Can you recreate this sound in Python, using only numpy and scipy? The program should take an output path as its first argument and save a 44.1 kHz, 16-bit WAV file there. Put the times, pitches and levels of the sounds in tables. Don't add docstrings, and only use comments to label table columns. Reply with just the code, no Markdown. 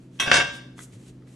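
import sys
import numpy as np
from scipy import signal
from scipy.fft import rfft, irfft
from scipy.io import wavfile
from scipy.ndimage import uniform_filter1d

SR = 44100
rng = np.random.default_rng(int(sys.argv[2]) if len(sys.argv) > 2 else 0)


def unload_wav(signal):
    wavfile.write(
        sys.argv[1],
        SR,
        np.round(np.clip(np.atleast_2d(signal).T, -1, 1) * 32767).astype(np.int16),
    )


N = 59535

# start in seconds, level in dB, then bass, treble, ring and crack, each in dB.
HELD_HITS = [(.191, -24, -1, -10.5, 6.5, -10), (.1986, 2, -5.5, 0, 0, -2.5), (.2015, -2, -4.5, 3, -4, -1.5),
             (.2125, -8, 2.5, -2.5, -3, -6), (.223, -2.5, 6, -10, -6.5, -7), (.238, -9.5, -1.5, 3, -4, -12)]
FREE_HITS = [(0.261, -21.5, 7.5, -15.5, 9, -14), (.274, -10.5, 10, -12, -3, -5.5),
             (.281, -14, 5.5, -10, -1.5, -6), (.297, -24.5, 9, -6.5, 13.5, -10),
             (.3147, -1, -1, -7, 0, 9.5), (0.3163, -3, -2, -3.5, -2.5, 6.5), (.331, -6.5, 5.5, 8, -1.5, -9),
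             (.3405, -2.5, -2, 8.5, -2, 2.5), (.3485, -10.5, 2, 14, -1, -9.5), (.356, -6, -5, 5, -1, -8.5),
             (.367, -5, 2, 6, 1.5, 0.5), (.383, -9, 7.5, -4, -9, -7), (.401, -7, -2.5, -32.5, 3, 3.5),
             (.4095, -13.5, -3.5, -20, -4, 10), (0.425, -22.5, 0, 1.5, 8.5, 0.5)]
# pitch in Hz, level in dB, seconds to fade by 60 dB.
HELD_TONES = [(1103, -10, .25), (1499, -6, .2), (1579, -6, .25), (1940, -10, .25), (2212, -10, .2),
              (2594, 2, .35), (2750, -9, .3), (3240, 2, .2), (3384, 2, .11), (3664, -10, .3),
              (5605, -6, .15), (5960, -10, .11)]
FREE_TONES = [(569, -8, .14), (721, -7, .14), (930, -17, .3), (1111, -15, .25), (1161, -14, .28),
              (1434, -12, .14), (1516, -7, .15), (1586, 0, .48), (1683, -4, .1), (2202, -9, .2),
              (2290, -17, .35), (2602, -9, .22), (2694, -5, .14), (2741, -3, .17), (2906, -9, .17),
              (3011, -14, .17), (3243, -7, .13), (3467, -15, .5), (3516, -10, .14), (3666, -15, .5),
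              (3763, -12, .22), (4280, -21, .25), (4718, -21, .3), (4885, -18, .2), (5010, -16, .22),
              (5580, -14, .2), (5808, -20, .42), (6170, -14, .15), (7010, -21, .33), (8105, -25, .25),
              (8560, -24, .2)]
# frequency in Hz, strength there in dB.
HELD_COLOUR = [(40, -21.5), (90, 0.5), (450, -9), (800, -5), (1100, -6), (1600, -7), (2300, -6.5),
               (3400, -3.5), (4100, -7.5), (5100, -16), (5700, -6), (7000, -13), (9300, -12), (11500, -17),
               (15000, -45.5)]
FREE_COLOUR = [(40, -31), (80, 0), (160, -3), (300, -3), (650, -4.5), (1300, -9), (1650, 2.5), (1950, -0.5),
               (2450, -6.5), (3500, -6), (4050, -10.5), (6000, -12), (8600, -18.5), (10500, -25.5),
               (13000, -48)]
# frequency in Hz, seconds to fade by 60 dB.
CLACK_FADE = [(100, 0.11), (600, 0.22), (2000, 0.15), (9000, 0.19)]
# frequency in Hz, left level minus right level in dB.
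LEFT_RIGHT = [(100, 1.5), (350, 1), (600, 0.5), (1100, 4), (1600, 0), (2200, -2.5), (2900, 0.5), (5500, 0),
              (10000, 0)]

def scraper(hits, tones, colour, clack_db, ring_db):
    rest_s, settle_s, damping_db = .425, 0.0067, -6.5
    settled = np.clip((np.arange(N) / SR - rest_s) / settle_s, 0, 1)
    pushes = [(start, db + ring) for start, db, _, _, ring, _ in hits]
    out = amp(ring_db + damping_db * settled) * ringing(pushes, tones)
    t = np.arange(SR // 3) / SR
    rise_s, crack_s = 0.0005, 0.0021
    pitches = [tone[0] for tone in tones]
    for start, db, bass_db, treble_db, _, crack_db in hits:
        rise = 1 - np.exp(-t / rise_s)
        crack = 1 + amp(crack_db) * np.exp(-t / crack_s)
        clack = fade_bands(noise(colour, len(t), bass_db, treble_db, pitches), CLACK_FADE)
        add(out, start, amp(clack_db + db) * rise * crack * clack)
    balance_db = look_up(LEFT_RIGHT, np.fft.rfftfreq(2 * N, 1 / SR))
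    return irfft(rfft(out, 2 * N) * amp([balance_db / 2, -balance_db / 2]))[:, :N]


# pitch in Hz, level in dB, seconds to fade by 60 dB.
WOOD_TONES = [(76.3, -7.5, 0.25), (146, -1.5, .22), (172, -3.5, .15), (240.7, -4.5, 0.44)]

def counter():
    pushes = [(start, db + bass_db) for start, db, bass_db, *_ in FREE_HITS]
    return amp(-32) * ringing(pushes, WOOD_TONES)


# loudest moment, rise and fall in seconds, then level and treble in dB.
STROKES = [(0.029, 0.056, 0.04, -62.5, -9), (0.182, 0.055, 0.029, -55.5, -9.5),
           (.555, 0.026, 0.031, -56, 5.5), (.795, 0.023, 0.031, -48.5, -4.5), (.837, 0.037, 0.019, -54, 9),
           (.937, 0.019, 0.032, -53, -6.5), (1.03, 0.066, .04, -58.5, -5.5),
           (1.088, 0.039, 0.022, -52.5, -5.5), (1.284, .02, 0.028, -58.5, -7.5),
           (1.335, 0.035, 0.035, -58.5, -4.5)]
# frequency in Hz, strength there in dB.
STROKE_COLOUR = [(200, -8.5), (1200, -8.5), (2500, -2), (4200, -2.5), (5000, -6), (6500, 1.5), (8200, 1.5),
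                 (11500, -3.5), (13000, -22.5)]

def palm_strokes():
    t, out = np.arange(N) / SR, np.zeros((2, N))
    grain_db, grain_s = 1, .002
    for peak, rise, fall, db, treble_db in STROKES:
        flicker = unit_level(uniform_filter1d(rng.standard_normal(N), round(grain_s * SR)))
        grain = unit_level(amp(grain_db * flicker))
        swell = np.exp(-((t - peak) / np.where(t < peak, rise, fall)) ** 2)
        out += amp(db) * swell * grain * noise(STROKE_COLOUR, N, treble_db=treble_db)
    return out


# start in seconds, then level, bass and treble in dB.
TAPS = [(0.7813, -46.5, -4, 0), (.7908, -36.5, -20, -1), (0.804, -46, -5, 7), (0.809, -49, 29, 3),
        (0.932, -52.5, 24, -9), (1.223, -61, -4, -9), (1.274, -58.5, -0.5, 1.5)]
# frequency in Hz, strength there in dB.
TAP_COLOUR = [(80, -27), (600, -19), (1250, 7), (2100, -5), (2800, -12), (3500, -8), (5000, -23),
              (12000, -35)]
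# pitch in Hz, level in dB, seconds to fade by 60 dB.
POP_TONES = [(1251, 2, 0.014), (2000, 0.5, 0.016), (3400, -4, 0.015)]

def finger_taps():
    t, out = np.arange(SR // 4) / SR, np.zeros((2, N))
    rise_s, fade_s = 0.00035, 0.02
    shape = (1 - np.exp(-t / rise_s)) * fade(t, fade_s)
    for start, db, bass_db, treble_db in TAPS:
        add(out, start, amp(db) * shape * noise(TAP_COLOUR, len(t), bass_db, treble_db))
    pops = ringing([(start, db) for start, db, *_ in TAPS], POP_TONES)
    return out + pops


# start in seconds, level in dB.
LANDINGS = [(.935, -39)]

def dough_thud(pitch_hz=115, peak_s=0.011):
    t, out = np.arange(SR // 4) / SR, np.zeros((2, N))
    swell = t / peak_s * np.exp(1 - t / peak_s)
    thud = swell * np.sin(2 * np.pi * pitch_hz * t)
    for start, db in LANDINGS:
        add(out, start, amp(db) * thud[None])
    return out


# pitch in Hz, average level in dB.
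HUM_TONES = [(127.6, -49.5), (184, -57), (254.5, -55.5), (303, -61), (365, -67)]
# frequency in Hz, strength there in dB.
AIR_COLOUR = [(20, -30.5), (32, -19), (48, -2.5), (90, -9), (140, -2), (200, -2), (320, -3), (450, -10),
              (800, -22), (1500, -28.5), (4000, -35), (10000, -42.5), (11800, -42), (13000, -64.5)]

def appliance(waver_depth=0.18, waver_hz=12):
    t, hz = np.arange(N) / SR, np.fft.fftfreq(N, 1 / SR)
    out = amp(-52.5) * noise(AIR_COLOUR, N)
    for pitch_hz, db in HUM_TONES:
        slow_spectrum = np.exp(2j * np.pi * rng.random(N) - (hz / waver_hz) ** 2)
        waver = 1 + waver_depth * unit_level(np.fft.ifft(slow_spectrum))
        tone = np.exp(2j * np.pi * (pitch_hz * t + rng.random()))
        out += amp(db) * unit_level((waver * tone).real)
    return out


# frequency in Hz, seconds to fade by 60 dB.
ROOM_FADE = [(100, 1), (500, 0.66), (1500, 0.52), (4000, 0.59), (7000, 0.49), (12000, .35)]

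def kitchen_echo(sound, delay_s=0.005):
    hz = np.fft.rfftfreq(SR, 1 / SR)
    hiss = irfft(stereo(rfft(rng.standard_normal((2, SR))), hz))
    tail = fade_bands(hiss, ROOM_FADE) * (np.arange(SR) / SR > delay_s)
    return signal.fftconvolve(sound, tail / np.linalg.norm(tail[0]), axes=1)[:, :N]


# frequency in Hz, then the level in dB of the part
WIDTH = [(60, -29), (170, -18), (300, -19.5), (520, -4.5), (900, -2.5), (1550, -11), (2200, -6.5),
         (3500, -1.5), (6000, -12), (12000, 3.5)]

def stereo(spectra, hz):
    shared, opposite = spectra
    width = amp(look_up(WIDTH, hz))
    return np.array([shared + width * opposite, shared - width * opposite]) / np.sqrt(1 + width ** 2)


def ringing(pushes, tones):
    t = np.arange(N) / SR
    hz, db, fade_s = np.transpose(tones)[:, :, None]
    energy_left = fade(t, fade_s) ** 2
    energy, jolts = np.zeros((2, len(tones), N))
    for start, push_db in pushes:
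        at, push = round(start * SR), amp(push_db)
        jolts[:, at] += rng.choice([-1, 1], len(tones)) * np.arctan2(push, np.sqrt(energy[:, at])) / 2
        add(energy, start, push ** 2 * energy_left)
    phase = 2 * np.pi * hz * t + np.cumsum(jolts, 1)
    lead = rng.choice([-1, 1], hz.shape) * np.arctan(amp(look_up(WIDTH, hz)))
    level = amp(db) * np.sqrt(energy)
    return np.array([(level * np.sin(phase + side * lead)).sum(0) for side in (1, -1)])


def noise(colour, size, bass_db=0, treble_db=0, peaks=()):
    bass_hz, treble_hz, peak_db, peak_width_hz = 556, 4500, 11, 27
    hz = np.fft.rfftfreq(size, 1 / SR)
    bass = amp(bass_db / (1 + (hz / bass_hz) ** 4))
    treble = amp(treble_db * (1 - 1 / (1 + (hz / treble_hz) ** 4)))
    near_peak = sum(1 / (1 + ((hz - peak) / peak_width_hz) ** 2) for peak in peaks)
    bumps = np.sqrt(1 + amp(peak_db) ** 2 * near_peak)
    shape = unit_level(amp(look_up(colour, hz)) * bumps)
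    white = stereo(rfft(rng.standard_normal((2, size))), hz)
    return irfft(white * shape * bass * treble, size)


def fade(t, fade_s):
    return np.exp(-np.log(1000) * t / fade_s)


def fade_bands(sound, fade_times):
    hz, t, bands = signal.stft(sound, SR, nperseg=256)
    faded = bands * fade(t, look_up(fade_times, hz)[:, None])
    return signal.istft(faded, SR, nperseg=256)[1][:, :sound.shape[1]]


def amp(db):
    return 10 ** (np.asarray(db) / 20)


def unit_level(x):
    return x / np.sqrt(np.mean(abs(x) ** 2) + 1e-20)


def look_up(table, hz):
    row_hz, values = np.transpose(table)
    return np.interp(np.log(hz + 1), np.log(row_hz + 1), values)


def add(mix, start, sound):
    part = mix[:, round(start * SR):][:, :sound.shape[1]]
    part += sound[:, :part.shape[1]]


def scene():
    on_edge = scraper(HELD_HITS, HELD_TONES, HELD_COLOUR, clack_db=-24, ring_db=-29)
    falling = scraper(FREE_HITS, FREE_TONES, FREE_COLOUR, clack_db=-15, ring_db=-17.5)
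    hands = palm_strokes() + finger_taps() + dough_thud()
    near = on_edge + falling + counter() + hands
    return near + amp(-11.5) * kitchen_echo(near) + appliance()


def record(dry):
    ceiling, cutoff_hz = .92, 12700
    rounded = dry / (1 + (dry / ceiling) ** 6) ** (1 / 6)
    low_pass = signal.firwin(511, cutoff_hz, window=("kaiser", 9), fs=SR)
    return signal.oaconvolve(rounded, low_pass[None], "same")


dry = scene()
out = record(dry)
unload_wav(out)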